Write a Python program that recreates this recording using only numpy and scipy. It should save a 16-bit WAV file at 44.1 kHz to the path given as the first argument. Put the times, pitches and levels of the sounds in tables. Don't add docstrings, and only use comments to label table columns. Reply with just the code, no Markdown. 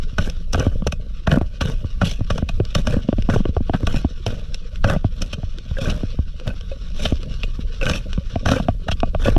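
import sys
import numpy as np
from scipy import signal
from scipy.fft import rfft, irfft
from scipy.io import wavfile
from scipy.ndimage import map_coordinates

SR = 44100
rng = np.random.default_rng(int(sys.argv[2]) if len(sys.argv) > 2 else 0)


def write(x):
    x = np.atleast_2d(x).T
    wavfile.write(sys.argv[1], SR, np.round(np.clip(x, -1, 1) * 32767).astype(np.int16))


N = 413658
# time in seconds, build-up in seconds,
# then the relative levels of snap, ping and steel ring in dB.
CRACKS = [(.183, 0.0021, -29.5, -24.5, -39), (.298, 0.0013, -40, -53, -40.5),
          (.531, 0.0021, -33.5, -32.5, -30.5), (.544, 0.0011, -32, -24, -45),
          (.597, 0.00068, -39, -39.5, -35.5), (.87, 0.0017, -30.5, -31, -34.5),
          (.923, 0.00067, -31, -34, -40.5), (1.271, 0.0021, -31, -22, -45), (1.316, 0.0003, -31, -27, -46),
          (1.608, 0.0062, -27, -25.5, -38), (2.013, 0.0051, -34, -22.5, -45), (2.112, .002, -39, -46, -41),
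          (2.301, 0.004, -31.5, -26, -40.5), (2.378, 0.0023, -37.5, -35.5, -43),
          (2.489, .002, -31, -37, -45), (2.75, 0.0018, -26, -26.5, -33), (2.869, 0.0025, -31.5, -28.5, -38),
          (3.296, 0.0042, -39, -26.5, -44.5), (3.734, 0.0095, -36, -28, -64),
          (3.869, 0.0019, -28.5, -28, -38.5), (4.264, 0.0015, -32, -38.5, -38),
          (4.544, 0.001, -36, -50.5, -38.5), (4.841, 0.0027, -29, -22, -41.5),
          (4.897, 0.0024, -32, -25, -40), (5.218, 0.0042, -34.5, -36, -33.5),
          (5.329, 0.0047, -32, -37.5, -41.5), (5.897, 0.0058, -31.5, -40, -40),
          (7.052, 0.0048, -24.5, -29.5, -43), (7.434, 0.00023, -28, -43, -57),
          (7.896, 0.0011, -28.5, -28.5, -33.5), (8.458, 0.0019, -32, -24.5, -39),
          (8.485, 0.0034, -26.5, -25.5, -40), (8.882, 0.0038, -33.5, -28.5, -47.5),
          (8.912, 0.0056, -28, -32.5, -38.5)]
# pitch in Hz, decay in seconds.
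TOOL_MODES = [(550, 0.013), (1515, 0.0078), (2490, .0055)]
# frequency in Hz, level in dB.
BODY_COLOUR = [(40, -31), (90, 6.5), (150, 3.5), (250, -2.5), (370, -22), (620, -13), (850, -41.5),
               (1500, -74.5)]
PING_COLOUR = [(400, -27), (800, -5), (1050, -7), (1320, 2), (1600, -2), (1950, -7.5), (2600, -51),
               (5000, -76.5)]
CRACKLE_COLOUR = [(450, 0), (800, -11.5), (1300, 4), (2000, -3.5), (2800, 3.5), (3600, 5.5), (4800, -3.5),
                  (6200, -14), (7200, -13), (9000, -19.5), (13000, -31)]


def gain_of(db):
    return 10 ** (np.asarray(db) / 20)


def unit_rms(x):
    return x / np.sqrt(np.mean(x ** 2) + 1e-20)


def hit(x, db):
    return gain_of(db) * x / np.sqrt(np.sum(x ** 2) / (.02 * SR) + 1e-20)


def add(mix, start_s, sound):
    part = mix[max(0, round(start_s * SR)):][:len(sound)]
    part += sound[:len(part)]


def colour_db(colour, hz):
    points_hz, db = np.transpose(colour)
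    return np.interp(np.log(hz + 1), np.log(points_hz), db)


def wander(rate_hz):
    hz = np.fft.rfftfreq(N, 1 / SR)
    return unit_rms(irfft(rfft(rng.standard_normal(N)) / (1 + (hz / rate_hz) ** 4), N))


def grains(per_s, spread_db):
    sizes = gain_of(spread_db * np.minimum(rng.exponential(1, N), 5))
    return sizes * rng.choice([-1, 1], N) * (rng.random(N) < per_s / SR)


def patter(per_s, spread_db, smear_s):
    age = np.arange(SR // 30) / SR / smear_s
    power = signal.oaconvolve(grains(per_s, spread_db) ** 2, (age * np.exp(-age)) ** 2)[:N]
    return unit_rms(np.sqrt(abs(power)) * rng.standard_normal(N))


def housing(colour, ring=1, size=4096):
    # centre in Hz, width in Hz, boost in dB.
    resonances = [(457, 150, 9), (588, 280, 5), (1147, 63, 9.5), (1500, 107, 7), (2505, 47, 7),
                  (2904, 220, 4), (5564, 610, 12.5), (6150, 250, 9)]
    hz = abs(np.fft.fftfreq(size, 1 / SR))
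    peaks_db = sum(boost / (1 + (2 * (hz - centre) / width) ** 2) for centre, width, boost in resonances)
    high_cut_db = 20 * np.log10(1 + (hz / (2 * colour[-1][0])) ** 2)
    low_cut_db = 20 * np.log10(1 + (colour[0][0] / (2 * hz + 1)) ** 2).clip(0, 2)
    db = colour_db(colour, hz) + ring * peaks_db - high_cut_db - low_cut_db
    minimum_phase = np.exp(np.conj(signal.hilbert(db * np.log(10) / 20)))
    return np.fft.ifft(minimum_phase).real[:size // 2]


def housed(clicks, colour):
    return unit_rms(signal.oaconvolve(clicks, housing(colour))[:N])


def shifting(x, depth_db, hold_s):
    hz, t, spectrum = signal.stft(x, SR, nperseg=1024)
    place = np.meshgrid(t / hold_s, 11 * np.log(1 + hz / 120))
    drift = map_coordinates(rng.standard_normal((600, 80)), place, order=3, mode="mirror")
    boost_db = depth_db * np.tanh(drift) / (1 + (hz[:, None] / 6500) ** 4)
    return unit_rms(signal.istft(spectrum * gain_of(boost_db), SR, nperseg=1024)[1][:N])


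def ringing(t, hz, decay_s):
    return np.exp(-t / decay_s) * np.sin(2 * np.pi * hz * t)


def flex(t, hz, rise_s, decay_s, sag=0, sag_s=1):
    turns = hz * (t + sag * sag_s * (1 - np.exp(-t / sag_s)))
    return (1 - np.exp(-(t / rise_s) ** 2)) * np.exp(-t / decay_s) * np.sin(2 * np.pi * turns)


def water():
    # time in seconds, relative jostle and crackle levels in dB.
    rides = [(0.0, -41.5, -52), (0.57, -42.5, -58), (0.75, -35.5, -59.5), (1.03, -44.5, -57.5),
             (2.87, -40.5, -54), (3.73, -44.5, -55), (3.91, -37, -54), (4.07, -49.5, -51.5),
             (5.07, -41.5, -56.5), (5.75, -47, -53), (5.88, -32, -50), (6.27, -48.5, -55.5),
             (7.33, -36, -48.5), (7.48, -43.5, -53.5), (8.5, -38, -50), (8.75, -39.5, -59.5),
             (9.3, -36.5, -54)]
    # frequency in Hz, level in dB.
    rumble_colour = [(8, -27), (18, 10), (27, 4), (45, -0.5), (70, -7), (110, -18.5), (180, -21),
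                     (400, -70)]
    times, *levels = np.transpose(rides)
    jostle_db, crackle_db = (np.interp(np.arange(N) / SR, times, db) for db in levels)
    rumble_eq = gain_of(colour_db(rumble_colour, np.fft.rfftfreq(N, 1 / SR)))
    flow = unit_rms(irfft(rfft(rng.standard_normal(N)) * rumble_eq, N))
    flow_db = -22.5 + 0.71 * (jostle_db - jostle_db.mean()) + 2.5 * wander(rate_hz=4.9)
    bumps = housed(patter(per_s=110, spread_db=2.5, smear_s=0.0015), BODY_COLOUR)
    muffled = signal.lfilter(*signal.butter(2, 620, fs=SR), bumps)
    jostle = unit_rms(muffled * gain_of(4 * wander(rate_hz=15.3)))
    fizz = patter(per_s=7300, spread_db=1.0, smear_s=0.00013)
    pops = patter(per_s=61, spread_db=2.0, smear_s=0.0011)
    crackle = shifting(housed(fizz + .5 * pops, CRACKLE_COLOUR), depth_db=4.5, hold_s=.04)
    crackle *= gain_of(3 * wander(rate_hz=20))
    return gain_of(flow_db) * flow + gain_of(jostle_db + 1) * jostle + gain_of(crackle_db + 3) * crackle


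def bubbles(count=70):
    out, t = np.zeros(N), np.arange(SR // 12) / SR
    for when, size, faintness in rng.random((count, 3)):
        note = flex(t, 600 / 2 ** size, rise_s=0.007, decay_s=0.0075)
        add(out, when * N / SR, hit(note, -43 - 14 * faintness))
    return out


def jolts(delay_s=0.003005, thump_hz=174.7):
    thumps = [(s + delay_s, 0.5 + 0.85 * ping_db) for s, _, _, ping_db, _ in CRACKS]
    return [(s, thump_hz, db - 5.5, db, db + 4.5) for s, db in thumps]


def knocks():
    # time in seconds, thump pitch in Hz, relative clack, thump and sway in dB.
    knock_cues = [(0.578, 425, -44, -28, -16.5), (0.665, 252, -29.5, -18.5, -13),
                  (0.821, 190, -38, -23.0, -36), (0.866, 455, -51, -22.0, -17.5),
                  (1.316, 130, -23, -16, -28.0), (1.372, 231, -27, -13.0, -29.5),
                  (1.412, 310, -32.0, -25, -18.0), (1.844, 246, -41, -32, -19),
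                  (2.032, 168, -36, -15.5, -26), (2.207, 239, -41, -29, -19.5),
                  (2.424, 212, -34.5, -20.5, -15.5), (2.6, 363, -29.5, -20, -13.5),
                  (2.966, 215, -30, -16.0, -17.5), (3.087, 221, -26.5, -13.5, -27.0),
                  (3.127, 290, -27, -22, -21), (3.183, 205, -33.5, -19, -18),
                  (3.288, 209, -29.5, -14.5, -25), (3.36, 407, -26, -21, -15.5),
                  (3.403, 198, -38, -17.5, -37), (3.454, 338, -28.5, -22, -25),
                  (3.489, 227, -39.5, -25, -17.5), (3.566, 418, -27, -21.5, -15.5),
                  (3.605, 230, -42, -22.5, -22), (3.695, 270, -26, -23, -21), (3.745, 196, -32, -17, -23),
                  (3.831, 270, -35.5, -25, -19), (3.942, 225, -32.5, -22, -32.0),
                  (4.046, 250, -30.5, -17.5, -15.5), (4.264, 470, -39, -24.5, -20),
                  (4.962, 161, -32.5, -17, -22.5), (5.044, 242, -31, -20.5, -13),
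                  (5.381, 152, -49, -27.5, -32.0), (5.431, 238, -40.0, -35.5, -22.0),
                  (5.711, 118, -45.0, -25.5, -19), (6.033, 241, -38.5, -24, -21.5),
                  (6.188, 230, -41, -26, -13.5), (7.122, 243, -32.5, -19.5, -14.5),
                  (7.59, 223, -45.0, -30.0, -29), (8.177, 169, -35.5, -19, -18.5),
                  (8.357, 240, -24.5, -23, -20.0), (8.599, 179, -31.5, -20, -32),
                  (8.684, 235, -18, -18, -15.5), (9.031, 238, -21, -21, -22),
                  (9.147, 145, -22.5, -23, -18.5), (9.282, 222, -21.5, -16.5, -18),
                  (9.364, 315, -23, -17.5, -13.5)]
    # frequency in Hz, level in dB.
    tap_colour = [(300, -9), (700, -5), (1200, -8.5), (2000, -20.5), (3000, -16.5), (4000, -30),
                  (7000, -51)]
    out, t = np.zeros(N), np.arange(SR // 8) / SR
    tap_response = housing(tap_colour, ring=0.86)
    for s, hz, clack_db, thump_db, sway_db in list(knock_cues) + jolts():
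        clack_tune, thump_length, sway_tune, clack_length = rng.uniform(-0.83, 1, 4)
        touch = np.exp(-((t - .0012) / .0013) ** 2) + .22 * np.exp(-t / .0055)
        tap = signal.fftconvolve(rng.standard_normal(len(t)) * touch, tap_response)[:len(t)]
        clack_hz = 660 * 2 ** (0.006 * clack_db) * (1 + .17 * clack_tune)
        clack_decay_s = .003 * (1 + .25 * clack_length)
        clack = flex(t, clack_hz, rise_s=.0024, decay_s=clack_decay_s, sag=.4, sag_s=.0013)
        thump_decay_s = 0.94 / hz * (1 + 0.28 * thump_length)
        thump = flex(t, hz, rise_s=0.63 / hz, decay_s=thump_decay_s, sag=1.0, sag_s=0.00069)
        sway = flex(t, 78 * (1 + 0.27 * sway_tune), rise_s=0.0055, decay_s=0.012, sag=0.68, sag_s=0.0042)
        attack = hit(tap, clack_db - 4.5) + hit(clack, clack_db + 0.5)
        add(out, s, attack + hit(thump, thump_db) + hit(sway, sway_db + 0.5))
    return out


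def ticks():
    # time in seconds, level in dB.
    tick_cues = [(2.652, -40), (3.223, -39.5), (4.758, -43.5), (5.585, -41), (6.399, -42), (6.477, -36),
                 (6.61, -43), (7.231, -40.5), (8.131, -35), (9.003, -35.5)]
    out, t = np.zeros(N), np.arange(SR // 50) / SR
    for s, db in tick_cues:
        flick = rng.standard_normal(len(t)) * (np.exp(-t / .001) + .2 * np.exp(-t / .005))
        add(out, s, hit(signal.fftconvolve(flick, housing(CRACKLE_COLOUR)), db))
    return out


def catches(chatter_s=.0012, detune=0.067):
    # time in seconds, relative levels of the hollow, middle and high mode in dB.
    catch_cues = [(0.182, -26, -22.5, -53), (2.015, -23, -38, -39), (4.264, -26.5, -46, -47),
                  (4.85, -25, -34, -38), (5.768, -35, -33.5, -54), (5.785, -27, -41, -44),
                  (5.855, -35, -32, -38), (6.412, -37.5, -61, -61), (6.477, -33, -45, -44),
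                  (6.501, -41, -42, -42), (6.714, -29, -54, -45), (6.994, -34.5, -43, -43),
                  (7.812, -33, -39, -28.5), (7.828, -24, -30.5, -28), (7.865, -31, -25, -27.5),
                  (8.514, -29, -35, -49), (8.564, -27.5, -40, -36), (9.256, -18.5, -30, -40)]
    out, t = np.zeros(N), np.arange(SR // 14) / SR
    for s, *levels in catch_cues:
        chatter = rng.standard_normal(len(t)) * t * np.exp(-t / chatter_s)
        for (hz, decay_s), db, grip in zip(TOOL_MODES, levels, rng.uniform(-1.02, 1, len(levels))):
            mode = ringing(t, hz * (1 + detune * grip), decay_s)
            add(out, s, hit(signal.fftconvolve(chatter, mode), db - 1.5))
    return out


def crunch(per_mode_per_s=45, pitches=6, detune=0.068):
    out, t = np.zeros(N), np.arange(SR // 25) / SR
    for hz, decay_s in TOOL_MODES:
        for grip in np.linspace(-1, 1, pitches):
            mode = ringing(t, hz * (1 + detune * grip), decay_s)
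            out += signal.oaconvolve(grains(per_mode_per_s / pitches, spread_db=2.1), mode)[:N]
    return gain_of(-5) * unit_rms(out)


def cracks(lead_s=.008, splinter_fade_s=0.015):
    # frequency in Hz, level in dB.
    snap_colour = [(900, -26), (1900, -18), (2600, 0), (3700, -1), (4700, -13.5), (6500, -41), (13000, -32)]
    steel_colour = [(2500, -11), (4300, -4), (5200, 2.5), (6200, -0.5), (6900, -3.5), (9000, -5.5),
                    (13000, -15)]
    splinter_colour = [(4000, -34), (6000, 7), (7500, 7), (10000, -11), (13000, -1.5)]
    out, t = np.zeros(N), np.arange(SR // 18) / SR - lead_s
    ping, snap, steel = housing(PING_COLOUR), housing(snap_colour), housing(steel_colour)
    splinter = housing(splinter_colour, ring=0)
    for s, build_s, snap_db, ping_db, steel_db in CRACKS:
        start_s = s - lead_s
        build = np.maximum(t, 0) / max(build_s, 1 / SR)
        crumbs = 0.087 * np.exp(np.minimum(t / .003, -t / .0065))
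        envelope = build * np.exp(-1.25 * build) + crumbs
        fractures = rng.standard_normal((3, len(t))) * rng.exponential(1, len(t)) * envelope
        levels = (ping_db - 2, snap_db - 1, steel_db + 1)
        for cluster, response, db in zip(fractures, (ping, snap, steel), levels):
            add(out, start_s, hit(signal.fftconvolve(cluster, response), db))
        shards = rng.standard_normal(len(t)) * rng.exponential(1, len(t)) ** 2
        shards *= np.minimum(build, 1) * np.exp(-t / splinter_fade_s)
        add(out, start_s, hit(signal.fftconvolve(shards, splinter), snap_db - 26.5))
        clink_hz = (1490 if ping_db > snap_db else 2930) * (1 + 0.1 * rng.standard_normal())
        clink = ringing(t + lead_s, clink_hz, decay_s=0.0048)
        add(out, start_s, hit(signal.fftconvolve(fractures[1], clink), max(levels[:2]) - 5))
    return out


def scrapes():
    # start, swell time and ease time in seconds, relative force and grit in dB.
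    strokes = [(0.19, 0.036, 0.083, -36.5, -35), (0.53, 0.073, 0.097, -35, -39.5),
               (1.272, 0.044, 0.088, -33.5, -43), (1.612, 0.0065, 0.14, -37, -38),
               (2.009, 0.051, 0.1, -40.5, -30.5), (2.299, 0.0079, 0.078, -45, -42.5),
               (2.748, 0.021, 0.063, -39, -38), (2.849, 0.062, 0.1, -38, -42.5),
               (3.29, 0.053, 0.051, -31, -34.5), (3.719, 0.019, 0.1, -49, -47),
               (3.872, 0.1, 0.039, -37.5, -35.5), (4.257, 0.012, 0.16, -43.5, -44),
               (4.85, 0.046, 0.057, -24, -35), (5.202, 0.024, 0.069, -47, -42.5),
               (5.76, 0.074, 0.16, -34.5, -37.5), (6.45, 0.038, 0.053, -42.5, -49.5),
               (6.953, 0.11, 0.072, -40.5, -34), (7.803, 0.029, 0.097, -32, -36),
               (7.849, 0.085, 0.05, -29, -27), (8.452, 0.05, 0.13, -29.5, -32.5),
               (9.194, 0.063, 0.075, -27.5, -32)]
    # frequency in Hz, level in dB.
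    grit_colour = [(1000, -10.5), (2100, -8), (2600, 3.5), (3700, 3), (4700, -8), (6100, -11), (7000, -10),
                   (9000, -14), (13000, -18)]
    t = np.arange(SR // 2) / SR
    body_ride, rasp_ride, grit_ride = np.zeros((3, N))
    for start_s, swell_s, ease_s, force_db, grit_db in strokes:
        slack = np.maximum(1 - t / max(swell_s, 1 / SR), (t - swell_s) / max(ease_s, 1 / SR))
        pressure = gain_of(-14 * abs(slack) ** 1.45) * (1 - np.exp(-t / .002))
        add(body_ride, start_s, gain_of(0.54 * force_db) * pressure)
        add(rasp_ride, start_s, gain_of(force_db) * pressure)
        add(grit_ride, start_s, gain_of(grit_db) * pressure)
    clumps = gain_of(3.85 * wander(rate_hz=39.6))
    slips = unit_rms(grains(per_s=980, spread_db=3.5) * clumps)
    sand = unit_rms(grains(per_s=9200, spread_db=1.5) * clumps)
    body = gain_of(-1.5) * shifting(housed(slips, BODY_COLOUR), depth_db=7.5, hold_s=0.1)
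    rasp = gain_of(-1) * shifting(housed(slips + sand, PING_COLOUR), depth_db=4.5, hold_s=.03)
    grit = gain_of(1.5) * shifting(housed(0.62 * slips + sand, grit_colour), depth_db=10.5, hold_s=.045)
    spines = housed(patter(per_s=130, spread_db=2.3, smear_s=.0006), grit_colour)
    releases = abs(grains(per_s=110, spread_db=1.6))
    jerks = signal.lfilter([1], [1, -np.exp(-1 / (0.0069 * SR))], releases)
    stick_slip = unit_rms(1 + 2 * unit_rms(jerks))
    return (body_ride * stick_slip * body
            + rasp_ride * (stick_slip * rasp + crunch())
            + grit_ride * (.85 * grit + .5 * spines))


def scene():
    mid = knocks() + cracks() + ticks() + catches() + scrapes() + water() + bubbles()
    highpass = signal.firwin(401, 4350, pass_zero=False, fs=SR)
    treble = signal.oaconvolve(mid, highpass, "same")
    side = gain_of(-13) * signal.oaconvolve(treble * wander(rate_hz=150), highpass, "same")
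    return np.array([mid + side, mid - side])


def record(dry):
    ceiling, cutoff_hz = .66, 13100
    rounded = dry / (1 + (dry / ceiling) ** 6) ** (1 / 6)
    lowpass = signal.firwin(1023, cutoff_hz, window=("kaiser", 9), fs=SR)
    return signal.oaconvolve(rounded, lowpass[None], "same")


dry = scene()
out = record(dry)
write(out)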